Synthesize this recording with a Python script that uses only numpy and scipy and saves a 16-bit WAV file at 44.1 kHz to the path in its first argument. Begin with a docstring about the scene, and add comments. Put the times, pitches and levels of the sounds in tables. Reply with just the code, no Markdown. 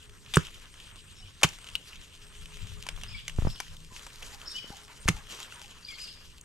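"""Forest undergrowth, a microphone pair on a camera close to the work; far hums and insects from the start.
A machete chops soil and roots at 0.4, 1.4 and 5.1 s: noise bursts through resonances crack, decaying sines thud.
Twigs snap and litter rustles throughout (noise and ticks); light wind buffets the ports (low noise).
From 1.2 s a warbler and a low falling call (gliding sines) reach us through the trees.
Near 3.4 s the blade is worked loose and the camera jolts (slowing sines); a thin rising call joins at 4 s."""
import sys
import numpy as np
from scipy import signal
from scipy.fft import rfft, irfft, next_fast_len
from scipy.io import wavfile
from scipy.ndimage import uniform_filter1d, map_coordinates

SR = 44100
rng = np.random.default_rng(int(sys.argv[2]) if len(sys.argv) > 2 else 0)


def to_linear_factor(level_db):
    """Convert decibel levels (scalar or array-like) to linear amplitude factors."""
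    exponent = np.asarray(level_db, float) / 20
    return 10 ** exponent


def wav_record(signal):
    """Record a signal, one row per channel, as 16-bit PCM in the file named by sys.argv[1]."""
    frames = np.transpose(np.atleast_2d(signal))
    bounded = np.clip(frames, -1, 1)
    # unit amplitude maps onto the largest positive 16-bit level
    quanta = np.round(bounded * 32767).astype(np.int16)
    wavfile.write(sys.argv[1], SR, quanta)


N = 284004

# the blade tearing through stems and roots:
# (time [s], nominal peak [dB], ring [Hz], crack over ring [dB], burst t60 [s])
CUTS = [(.338, -15.5, 3500, -2, 0.054), (.343, -20.5, 2750, -14, 0.11), (0.357, -14.5, 7800, -7.5, 0.025),
        (0.3705, -11.5, 1410, 7, 0.016), (1.413, -32, 6600, 19, 0.044), (1.422, -29, 820, -36, 0.01),
        (1.4307, -20, 1940, 21.5, 0.0031), (1.4322, -3, 1060, 10.5, 0.042), (1.444, -16, 2920, -2, 0.036),
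        (5.074, -34, 910, -22, 0.022), (5.0792, -13.5, 1810, -6, 0.0076), (5.0847, -14, 5900, 12, 0.0065),
        (5.087, -7, 2340, 15, 0.026)]
# the loudest twigs and roots to snap: (time [s], nominal peak [dB], ring [Hz], crack over ring [dB])
SNAPS = [(0.485, -34, 2730, 7), (1.489, -27.5, 5760, -7), (1.586, -32.5, 1510, 4), (1.643, -35, 3110, 9),
         (1.673, -34, 3000, -4), (1.687, -29.5, 2800, -8), (1.753, -15, 3000, -31), (1.931, -34, 2840, -19),
         (2.457, -33, 2900, -4), (2.57, -31, 2700, 28), (2.866, -25.5, 980, 8), (2.888, -16.5, 3160, 11),
         (2.963, -36, 3400, -7), (3.013, -32.5, 2680, 2), (3.035, -25, 2860, -1), (3.28, -20, 2800, 10),
         (3.296, -28, 2900, 0), (3.602, -17, 1000, 8), (3.767, -38, 3270, -12), (4.066, -29, 920, 5.5),
         (4.224, -30.5, 2360, 11), (4.228, -27.5, 3270, 2), (5.167, -33.5, 835, 5), (5.402, -28, 2780, 13),
         (5.523, -36, 1370, -3), (5.615, -30, 830, 17), (6.411, -38.5, 7140, -17)]
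# colour of a crack: (frequency [Hz], relative level [dB])
CRACK_COLOUR = [(290, -14), (500, -4), (1550, 0), (2770, 5.5), (3980, -3), (6700, -1.5), (7100, -2.5),
                (12000, -13), (16000, -40)]
# the blade stops on a root: (time [s], level before the attack and bass cut [dB])
KNOCKS = [(0.3697, 8.5), (1.442, -1), (5.0846, 1)]
# the blow reaches the soil:
# (time [s], level [dB], signed strength [factor], upper mode over main [dB], main mode t60 [s])
BLOWS = [(.3708, 0, -0.72, -4, 0.054), (1.4459, -10, 0.94, -7, 0.043), (5.0879, -3.5, 0.71, -4, 0.022),
         (5.0985, -4, 0.34, -38, 0.052)]
# modes of soil and root mat, as main, upper, middle, low: (frequency [Hz], t60 over the blow's [ratio])
GROUND_MODES = [(148.2, 0.91), (363, 0.38), (291, 1.3), (79, 1.7)]
# the camera is jolted: (time [s], push level before a 2 dB lift [dB], starting pitch [Hz],
# signed strength [factor], tick over push [dB], push left over right [dB])
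JOLTS = [(3.3875, -13.5, 116, 1, -9, -7.5), (3.4227, -22.5, 126, -0.82, -3, 9),
         (3.451, -14, 112, -0.82, -6, -9.5), (3.472, -15.5, 150, 0.98, -2, 10),
         (3.922, -41, 204, 1, -20.5, 1), (4.644, -36, 402, 1, -9, 3.5), (4.704, -31, 220, 1, -9, 4),
         (5.057, -19, 59.6, 0.92, -16, 0.5), (5.146, -29, 49.6, 1, -30, 4)]
# litter settling and stirring round the worker:
# (time [s], hiss [dB], soil over hiss [dB], leaf ring over hiss [dB])
LITTER = [(0, -58, -4.5, 1.5), (.21, -62, -4.5, -8), (.26, -56.5, -8.5, 0.5), (.33, -53, -2, -3.5),
          (.42, -57, -4.5, 1), (.7, -59, -4, -0.5), (.9, -57, -3.5, 3), (1.2, -60, -5, 0.5),
          (1.95, -57, -2, 0.5), (2.18, -59, -3.5, 1), (2.6, -55.5, -2.5, 1), (2.95, -56.5, 0, 0.5),
          (3.2, -57, -6, 8.5), (3.34, -58.5, -4, -2.5), (3.88, -61.5, -6, -5), (4.3, -49.5, -2.5, -5),
          (4.6, -55, -0.5, -6.5), (4.85, -55, -1.5, -4.5), (5.26, -59.5, -1, -2.5), (5.75, -58, -3, -1),
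          (6.0, -52, -7.5, -4), (6.44, -63.5, -4, 0)]
# soil and leaves raining down after the blade strikes or is pulled free:
# (time of fullest fall [s], hiss [dB], t60 [s])
SHOWERS = [(.38, -49.5, 1.07), (1.455, -47, 0.75), (3.392, -50, 2.3), (3.93, -52.5, 2.4),
           (5.1, -48.5, 0.55), (5.31, -46.5, 1.45)]
# colour of crumbling soil: (frequency [Hz], relative level [dB])
SOIL_COLOUR = [(300, -5), (500, -2), (800, -6.5), (950, 0.5), (1700, 1), (2600, -6.5), (5000, -24.5)]
# colour of the dry leaves' hiss: (frequency [Hz], relative level [dB])
HISS_COLOUR = [(2240, -40), (3800, -5), (4080, -5), (6040, -6), (7540, -5.5), (9310, -17.5), (10800, -12.5),
               (13200, -20), (16000, -76)]
# wind on the ports: (time [s], buffet level [dB])
WIND = [(0, -56), (.6, -53.5), (.9, -56), (1.1, -52.5), (1.85, -55.5), (2.3, -54.5), (2.9, -41.5),
        (3.3, -51.5), (4.0, -50.5), (4.9, -56), (5.3, -66), (5.8, -58), (6.44, -55.5)]
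# puffs on the ports: (time [s], top level [dB], left over right [dB])
PUFFS = [(1.98, -45, 1.5), (2.42, -40, 0.5), (2.64, -41, 11), (2.73, -36.5, 11), (2.96, -38.5, 5.5),
         (3.13, -36, 3.5), (3.43, -32, 3.5), (5.07, -41, -4.5), (5.16, -39.5, 3)]
# colour of the buffeting: (frequency [Hz], relative level [dB])
BUFFET_COLOUR = [(12, -26), (20, 10), (45, -2.5), (80, -6.5), (130, -15.5), (200, -19), (400, -67)]
# colour of the steady low murmur: (frequency [Hz], relative level [dB])
MURMUR_COLOUR = [(35, -2.5), (60, 2), (167, -5), (351, -14.5), (418, -11), (549, -23.5), (1000, -72),
                 (1300, -52), (2200, -120)]
# far hums: (start [s], end [s], centre [Hz], resonance width [Hz], level [dB])
DRONES = [(.85, 1.32, 95, 10, -56), (2.58, 2.68, 100, 30, -50), (2.68, 3.3, 110, 14, -59),
          (2.25, 3.9, 159, 7, -62), (0, .5, 420, 16, -69), (2.2, 3.1, 420, 16, -68),
          (4.0, 5.6, 420, 16, -72)]
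# the insects' mean level: (time [s], level [dB])
INSECTS = [(0, -65), (1, -66), (2, -66), (3.3, -65), (4.4, -67), (5.2, -70), (6.44, -69)]
# the warbler's two phrases, before each song's pace, key and level:
# (time in phrase [s], length [s], start pitch [Hz], end pitch [Hz], level [dB])
PHRASES = [
    [(0, .007, 5500, 4960, -2), (.015, .012, 5420, 5250, -6), (.027, .045, 5430, 5350, -1),
     (.034, .05, 3620, 3700, -14), (.068, .016, 4930, 4700, -5), (.083, .035, 2930, 3010, -2),
     (.116, .018, 3170, 3300, -5), (.128, .015, 2460, 2440, -8)],
    [(0, .008, 5050, 4650, -2), (.015, .014, 4850, 5200, 0), (.03, .06, 5150, 5000, -6),
     (.049, .03, 2490, 2420, -8), (.07, .012, 3600, 3200, -3), (.076, .035, 2290, 2250, 0),
     (.085, .06, 4520, 4520, -9), (.115, .015, 3290, 3450, -7)],
]
# each warbler song: (time [s], phrase [index], start pitch of the phrase's third note [Hz],
# duration [factor], level [dB], low notes over high [dB])
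SONGS = [(1.155, 0, 5450, .8, -55, 9), (3.066, 1, 5200, .97, -51, 8), (3.48, 0, 5380, .95, -46, -3),
         (4.456, 0, 5430, 1.001, -40, 2), (5.827, 1, 4920, 1.06, -43, 1), (5.984, 0, 5080, .95, -42, -12)]
# a thin rising call: (time [s], level [dB])
TSEEPS = [(3.97, -60), (4.492, -52.5), (4.999, -51), (5.532, -53), (6.012, -53)]
# a low falling call: (time [s], start pitch [Hz], level [dB])
COOS = [(1.199, 762, -66), (3.901, 1037, -57.5), (4.32, 845, -54), (4.7, 844, -50), (5.15, 880, -56),
        (5.55, 980, -55), (5.61, 833, -60)]
# likeness of the two ports in diffuse sound: (frequency [Hz], correlation [-1 to 1])
ALIKE = [(60, 1), (170, 0.74), (700, 0.6), (1500, 0.85), (3100, 0.4), (4000, 0.61), (5800, 0.98),
         (8300, 0.77), (11400, 0.74), (14000, .35)]
# colour difference of the microphone pair: (frequency [Hz], left over right [dB])
PORT_LEAN = [(60, 0.5), (700, -1), (1550, 0.5), (2700, 3.5), (4000, -0.5), (5800, 0), (8300, 3.5),
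             (11400, 4.5), (14000, 3.5)]
# phase difference of the microphone pair: (frequency [Hz], left's lead [rad])
PORT_LEAD = [(60, 0.18), (1030, -0.21), (1550, -0.59), (3100, -0.97), (4000, -1.53), (4800, -0.72),
             (6000, -0.31), (8300, -1.47), (9600, 0.049), (14000, 1)]

SNAP_T60_S = 0.019
TWIGLETS, TWIGLET_HZ, TWIGLET_OVER_HISS_DB = 40, 2900, 13  # small unseen breaks: count, ring, least peak
SCRAPE_DB, SCRAPE_HZ, SCRAPE_T60_S = -22, 600, 0.053  # rub in a jolt, level relative to its tick
SHOWER_RISE_S = 0.034
PUFF_DB_PER_S = 140  # rise and fall
LOW_NOTE_HZ = 4600  # untransposed warbler notes below this count as low
CHATTER_S, CHATTER_DB = .13, -10  # span, loudest level relative to the song
TSEEP_S, TSEEP_FROM_HZ, TSEEP_TO_HZ = .035, 8500, 8700
COO_S, COO_FALL = 0.0565, .94  # length, end pitch over start pitch


def unit(x):
    """Scaled to rms 1."""
    return x / np.sqrt(np.mean(x ** 2) + 1e-20)


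def along(points, hz):
    """Interpolates (Hz, value) points on a log frequency axis."""
    f, v = np.transpose(points)
    return np.interp(np.log(hz + 1), np.log(f + 1), v)


def curves(rows):
    """One value per sample for each column after the time."""
    s, *cols = np.transpose(rows)
    return [np.interp(np.arange(N) / SR, s, c) for c in cols]


def wobble(rate):
    """A smooth random curve, rate knots a second."""
    knots = rng.standard_normal(int(N * rate / SR) + 4)
    return map_coordinates(knots, [np.arange(N) * rate / SR])


def filtered(x, response):
    """Multiplies the spectrum of x by a complex response of frequency."""
    n = x.shape[-1]
    m = next_fast_len(n + 8192)
    return irfft(rfft(x, m) * response(np.fft.rfftfreq(m, 1 / SR)), m)[..., :n]


def mode(f, hz, width):
    """A causal resonance."""
    return 1j * f * width / (hz * hz - f * f + 1j * f * width)


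def add(track, s, sound):
    """Mixes a sound into a track from time s."""
    k = round(s * SR)
    track[..., k:k + sound.shape[-1]] += sound[..., :N - k]


def spread(pair, gain, alike):
    """Makes two unrelated signals into left and right of a given colour and likeness; rms 1."""
    def matrix(hz):
        turn = np.arccos(np.clip(along(alike, hz), -1, 1)) / 2
        return gain(hz) * [np.cos(turn), np.sin(turn)]
    mid, side = filtered(pair, matrix)
    return unit(np.array([mid + side, mid - side]))


def snaps(hiss_db):
    """Blade cuts and breaking twigs, each from a slightly different side; small ones follow the litter's level."""
    out = np.zeros((2, N))
    place, pitch, size, bright = rng.random((TWIGLETS, 4)).T
    sample = place * (N - 1)
    peak_db = hiss_db[sample.astype(int)] + TWIGLET_OVER_HISS_DB + 6 * size
    twiglets = zip(sample / SR, peak_db, TWIGLET_HZ * (0.905 + .25 * pitch), 18 * bright - 12)
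    breaks = [(*row, SNAP_T60_S) for row in SNAPS] + CUTS + [(*row, SNAP_T60_S) for row in twiglets]
    for s, db, hz, treble_db, t60 in breaks:
        sides = to_linear_factor(rng.normal(0, 1) * np.array([[1], [-1]]))
        add(out, s, sides * splinter(db, hz, treble_db, t60))
    return out


def splinter(db, hz, treble_db, t60):
    """A sharp crack and a short run of splinters that ring the broken piece."""
    t = np.arange(2048) / SR
    bits = rng.standard_normal(len(t)) * to_linear_factor(6.9 * rng.standard_normal(len(t)))
    bits = bits * to_linear_factor(-60 * t / max(t60, .001)) * (1 - np.exp(-t / 0.00022))
    ring = filtered(bits, lambda f: mode(f, hz, 0.15 * hz))
    crack = filtered(bits, lambda f: to_linear_factor(along(CRACK_COLOUR, f)))
    sound = unit(ring) + to_linear_factor(treble_db) * unit(crack)
    return to_linear_factor(db) * sound / np.abs(sound).max()


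def thuds():
    """The root knocks as a very short sine, then the ground's modes ring briefly."""
    out, t = np.zeros(N), np.arange(SR // 4) / SR
    for s, db in KNOCKS:
        attack = (1 - np.exp(-t / 0.00036)) ** 2
        add(out, s, -to_linear_factor(db - 60 * t / 0.0036) * np.sin(2 * np.pi * 1350 * t) * attack)
    for s, db, way, upper_db, t60 in BLOWS:
        main, upper, middle, low = [to_linear_factor(-60 * t / (t60 * share)) * np.sin(2 * np.pi * hz * t)
                                    for hz, share in GROUND_MODES]
        modes = main + to_linear_factor(upper_db) * upper + to_linear_factor(-21.5) * middle + to_linear_factor(-15.5) * low
        add(out, s, way * to_linear_factor(db) * modes * (1 - np.exp(-t / 0.00087)))
    out = filtered(out, lambda f: (1j * f / (60 + 1j * f)) ** 2)  # the thuds carry little deep bass
    return out * to_linear_factor([[-1], [1]])  # right 2 dB louder


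def jolts():
    """A tick, then one push and rebound of the camera's body with a dull rub, felt more by one port."""
    out, t = np.zeros((2, N)), np.arange(SR // 8) / SR
    for s, db, hz, way, tick_db, lean_db in JOLTS:
        sides = way * to_linear_factor(db + 2 + lean_db * np.array([[.5], [-.5]]))
        push = to_linear_factor(-19 * hz * t) * np.sin(2 * np.pi * hz * t / (1 + 0.27 * hz * t))  # the rebound is slower
        add(out, s, sides * push)
        tick = to_linear_factor(tick_db - 60 * t / 0.0041) * np.sin(2 * np.pi * 720 * t) * (1 - np.exp(-t / 0.00026))
        add(out, s - .0015, sides[::-1] * tick)  # leans to the other port
        noise = rng.standard_normal((2, len(t)))
        rub = unit(filtered(noise, lambda f: mode(f, SCRAPE_HZ, 1.8 * SCRAPE_HZ) ** 2))
        add(out, s, sides * rub * to_linear_factor(SCRAPE_DB + tick_db - 60 * t / SCRAPE_T60_S))
    return out


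def rustle():
    """Crumbling soil, dry leaves that ring near 3 kHz, their hiss, and falling crumbs."""
    soil_db, ring_db, hiss_db = stir()
    leaves = grit(490, 0.73, patchy_db=2.1)
    soil = spread(grit(390, 0.58, patchy_db=2.5), lambda f: to_linear_factor(along(SOIL_COLOUR, f)), ALIKE)
    ring = spread(leaves, lambda f: mode(f, 2940, 1470) ** 2, ALIKE)
    hiss = spread(leaves, lambda f: to_linear_factor(along(HISS_COLOUR, f)), ALIKE)
    return to_linear_factor(soil_db) * soil + to_linear_factor(ring_db) * ring + to_linear_factor(hiss_db) * hiss + to_linear_factor(3.5) * crumbs(hiss_db)


def stir():
    """Soil, leaf ring and hiss levels in dB: slow stirring plus debris showers that swell fast and thin out."""
    hiss_db, soil_over_db, ring_over_db = curves(LITTER)
    t, power = np.arange(N) / SR, to_linear_factor(hiss_db) ** 2
    for s, db, t60 in SHOWERS:
        swell = np.clip(1 + (t - s) / SHOWER_RISE_S, 0, 1)
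        power = power + to_linear_factor(db - 60 * np.maximum(t - s, 0) / t60) ** 2 * swell ** 2
    hiss_db = 10 * np.log10(power)
    return hiss_db + soil_over_db, hiss_db + ring_over_db, hiss_db


def grit(rate, share, patchy_db):
    """Ticks of uneven size that come in flurries, over a rush with random patches in time and pitch."""
    flurry = wobble(35)
    struck = rng.random((2, N)) < rate / SR * to_linear_factor(6 * flurry)
    ticks = struck * rng.standard_normal((2, N)) * to_linear_factor(3.0 * rng.exponential(size=(2, N)))
    rush = rng.standard_normal((2, N)) * to_linear_factor(2 * flurry)
    z = signal.stft(share * unit(ticks) + rush, nperseg=256)[2]
    patches = uniform_filter1d(rng.standard_normal(z.shape[1:]), size=5, axis=0)
    patches = uniform_filter1d(patches, size=12, axis=1)
    return signal.istft(z * to_linear_factor(patchy_db * unit(patches)), nperseg=256)[1][:, :N]


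def crumbs(stir_db):
    """Single grains of a few cycles; more stir, more grains."""
    keep, place, pitch, size = rng.random((6000, 4)).T
    start = (place * (N - 200)).astype(int)
    heard = keep < to_linear_factor(1.5 * (stir_db[start] - stir_db.max()))
    k = np.arange(160)
    cycles = (1800 * 5 ** pitch)[:, None] * k / SR  # 1.8 to 9 kHz
    shape = cycles * np.exp(-cycles / 0.93) * np.sin(2 * np.pi * cycles)
    grains = (heard * to_linear_factor(stir_db[start] + 14 * size ** 2))[:, None] * shape
    return np.bincount((start[:, None] + k).ravel(), grains.ravel(), N)


def wind():
    """Lumpy low-noise buffeting on the ports over a steady low murmur."""
    t, half = np.arange(N) / SR, np.array([[.5], [-.5]])
    puffs_db = [db + half * lean_db - PUFF_DB_PER_S * np.abs(t - s) for s, db, lean_db in PUFFS]
    buffet_db = np.maximum(curves(WIND)[0], np.max(puffs_db, axis=0))
    lumps = rng.standard_normal((2, N)) * to_linear_factor(3.6 * wobble(24))
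    buffet = spread(lumps, lambda f: to_linear_factor(along(BUFFET_COLOUR, f)), [(30, 0.57), (100, 1.0)])
    murmur = spread(rng.standard_normal((2, N)), lambda f: to_linear_factor(along(MURMUR_COLOUR, f)), ALIKE)
    return to_linear_factor(buffet_db) * buffet + to_linear_factor(-59.5) * murmur


def birds():
    """Gliding, fluttering whistles, heard largely through trees whose moving leaves smear the echo."""
    level, out = to_linear_factor(4.1 * wobble(160)), np.zeros(N)
    flutter = wobble(200)
    for s, length, hz0, hz1, db in calls():
        u = np.linspace(0, 1, max(round(length * SR), 40))
        glide = hz0 + (hz1 - hz0) * u
        pitch = glide + max(0.011 * hz0, 30) * flutter[round(s * SR):][:len(u)]
        add(out, s, to_linear_factor(db) * np.sin(np.pi * u) ** .5 * np.sin(2 * np.pi * np.cumsum(pitch) / SR))
    out = (out * level)[None]
    direct = out * to_linear_factor([[1], [-1]])  # left 2 dB louder
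    return direct + to_linear_factor(-2.5) * trees(out * (.7 + .7 * wobble(300)), 0.62, 0.0026)


def calls():
    """Notes of three birds as (s, length s, start Hz, end Hz, dB); fainter falling chatter joins each phrase."""
    notes = [(s, TSEEP_S, TSEEP_FROM_HZ, TSEEP_TO_HZ, db) for s, db in TSEEPS]
    notes += [(s, COO_S, hz, COO_FALL * hz, db) for s, hz, db in COOS]
    for s, number, top_hz, pace, db, low_db in SONGS:
        phrase = PHRASES[round(number)]
        key = top_hz / phrase[2][2]
        for at, length, hz0, hz1, note_db in phrase:
            loud_db = db + note_db + low_db * (hz0 < LOW_NOTE_HZ)
            notes.append((s + pace * at, pace * length, key * hz0, key * hz1, loud_db))
        place, drop, size = rng.random((70, 3)).T
        hz = 1.03 * top_hz * (1 - 0.5 * place ** .5 * drop ** 2)
        chatter_db = db + CHATTER_DB - 6 * size
        notes += list(zip(s + CHATTER_S * place, 0.0028 + 0.011 * size, hz, .95 * hz, chatter_db))
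    return notes


def trees(x, t60, delay):
    """Scattered echoes of trunks and leaves as decaying noise, different on each side; times in s."""
    t = np.arange(round(t60 * SR)) / SR
    tail = rng.standard_normal((2, len(t))) * to_linear_factor(-60 * t / t60) * (t > delay)
    return signal.fftconvolve(x, tail / np.linalg.norm(tail[0]), axes=1)[:, :N]


def insects():
    """A narrow band of stridulation that throbs about seven times a second."""
    band = spread(rng.standard_normal((2, N)), lambda f: mode(f, 8335, 400) ** 2, ALIKE)
    throb = np.sin(2 * np.pi * np.cumsum(7 + 1.63 * wobble(1.79)) / SR)
    return to_linear_factor(curves(INSECTS)[0] + 2.0 * throb + 2.4 * wobble(3.7)) * band


def drones():
    """Wavering low hums, narrow bands of noise that come and go far away."""
    t, out = np.arange(N) / SR, 0
    for s0, s1, hz, width, db in DRONES:
        band = spread(rng.standard_normal((2, N)), lambda f: mode(f, hz, width) ** 2, ALIKE)
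        fade = np.clip(np.minimum(t - s0, s1 - t) / 0.023, 0, 1)
        out = out + to_linear_factor(db) * band * fade
    return out


def scene():
    """Near work with a faint echo, in the forest's background."""
    near = snaps(stir()[2]) + thuds()
    work = near + to_linear_factor(-16.0) * trees(near, 0.2, 0.0036) + jolts() + rustle()
    return work + wind() + birds() + insects() + drones()


def top_cut(x):
    """Nothing passes above the cut-off."""
    return signal.sosfilt(signal.butter(12, 16470, fs=SR, output="sos"), x)


def record(dry):
    """Two close microphone ports differ in colour and phase, and lose the highest treble."""
    half = np.array([[.5], [-.5]])

    def port_response(f):
        colour = to_linear_factor(half * along(PORT_LEAN, f))
        phase = np.exp(1j * half * along(PORT_LEAD, f))
        treble_limit = (f < 15900) / np.sqrt(1 + (f / 14800) ** 16)
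        return colour * phase * treble_limit

    finished_mix = filtered(dry, port_response)
    return top_cut(finished_mix)


dry = scene()
out = record(dry)
wav_record(out)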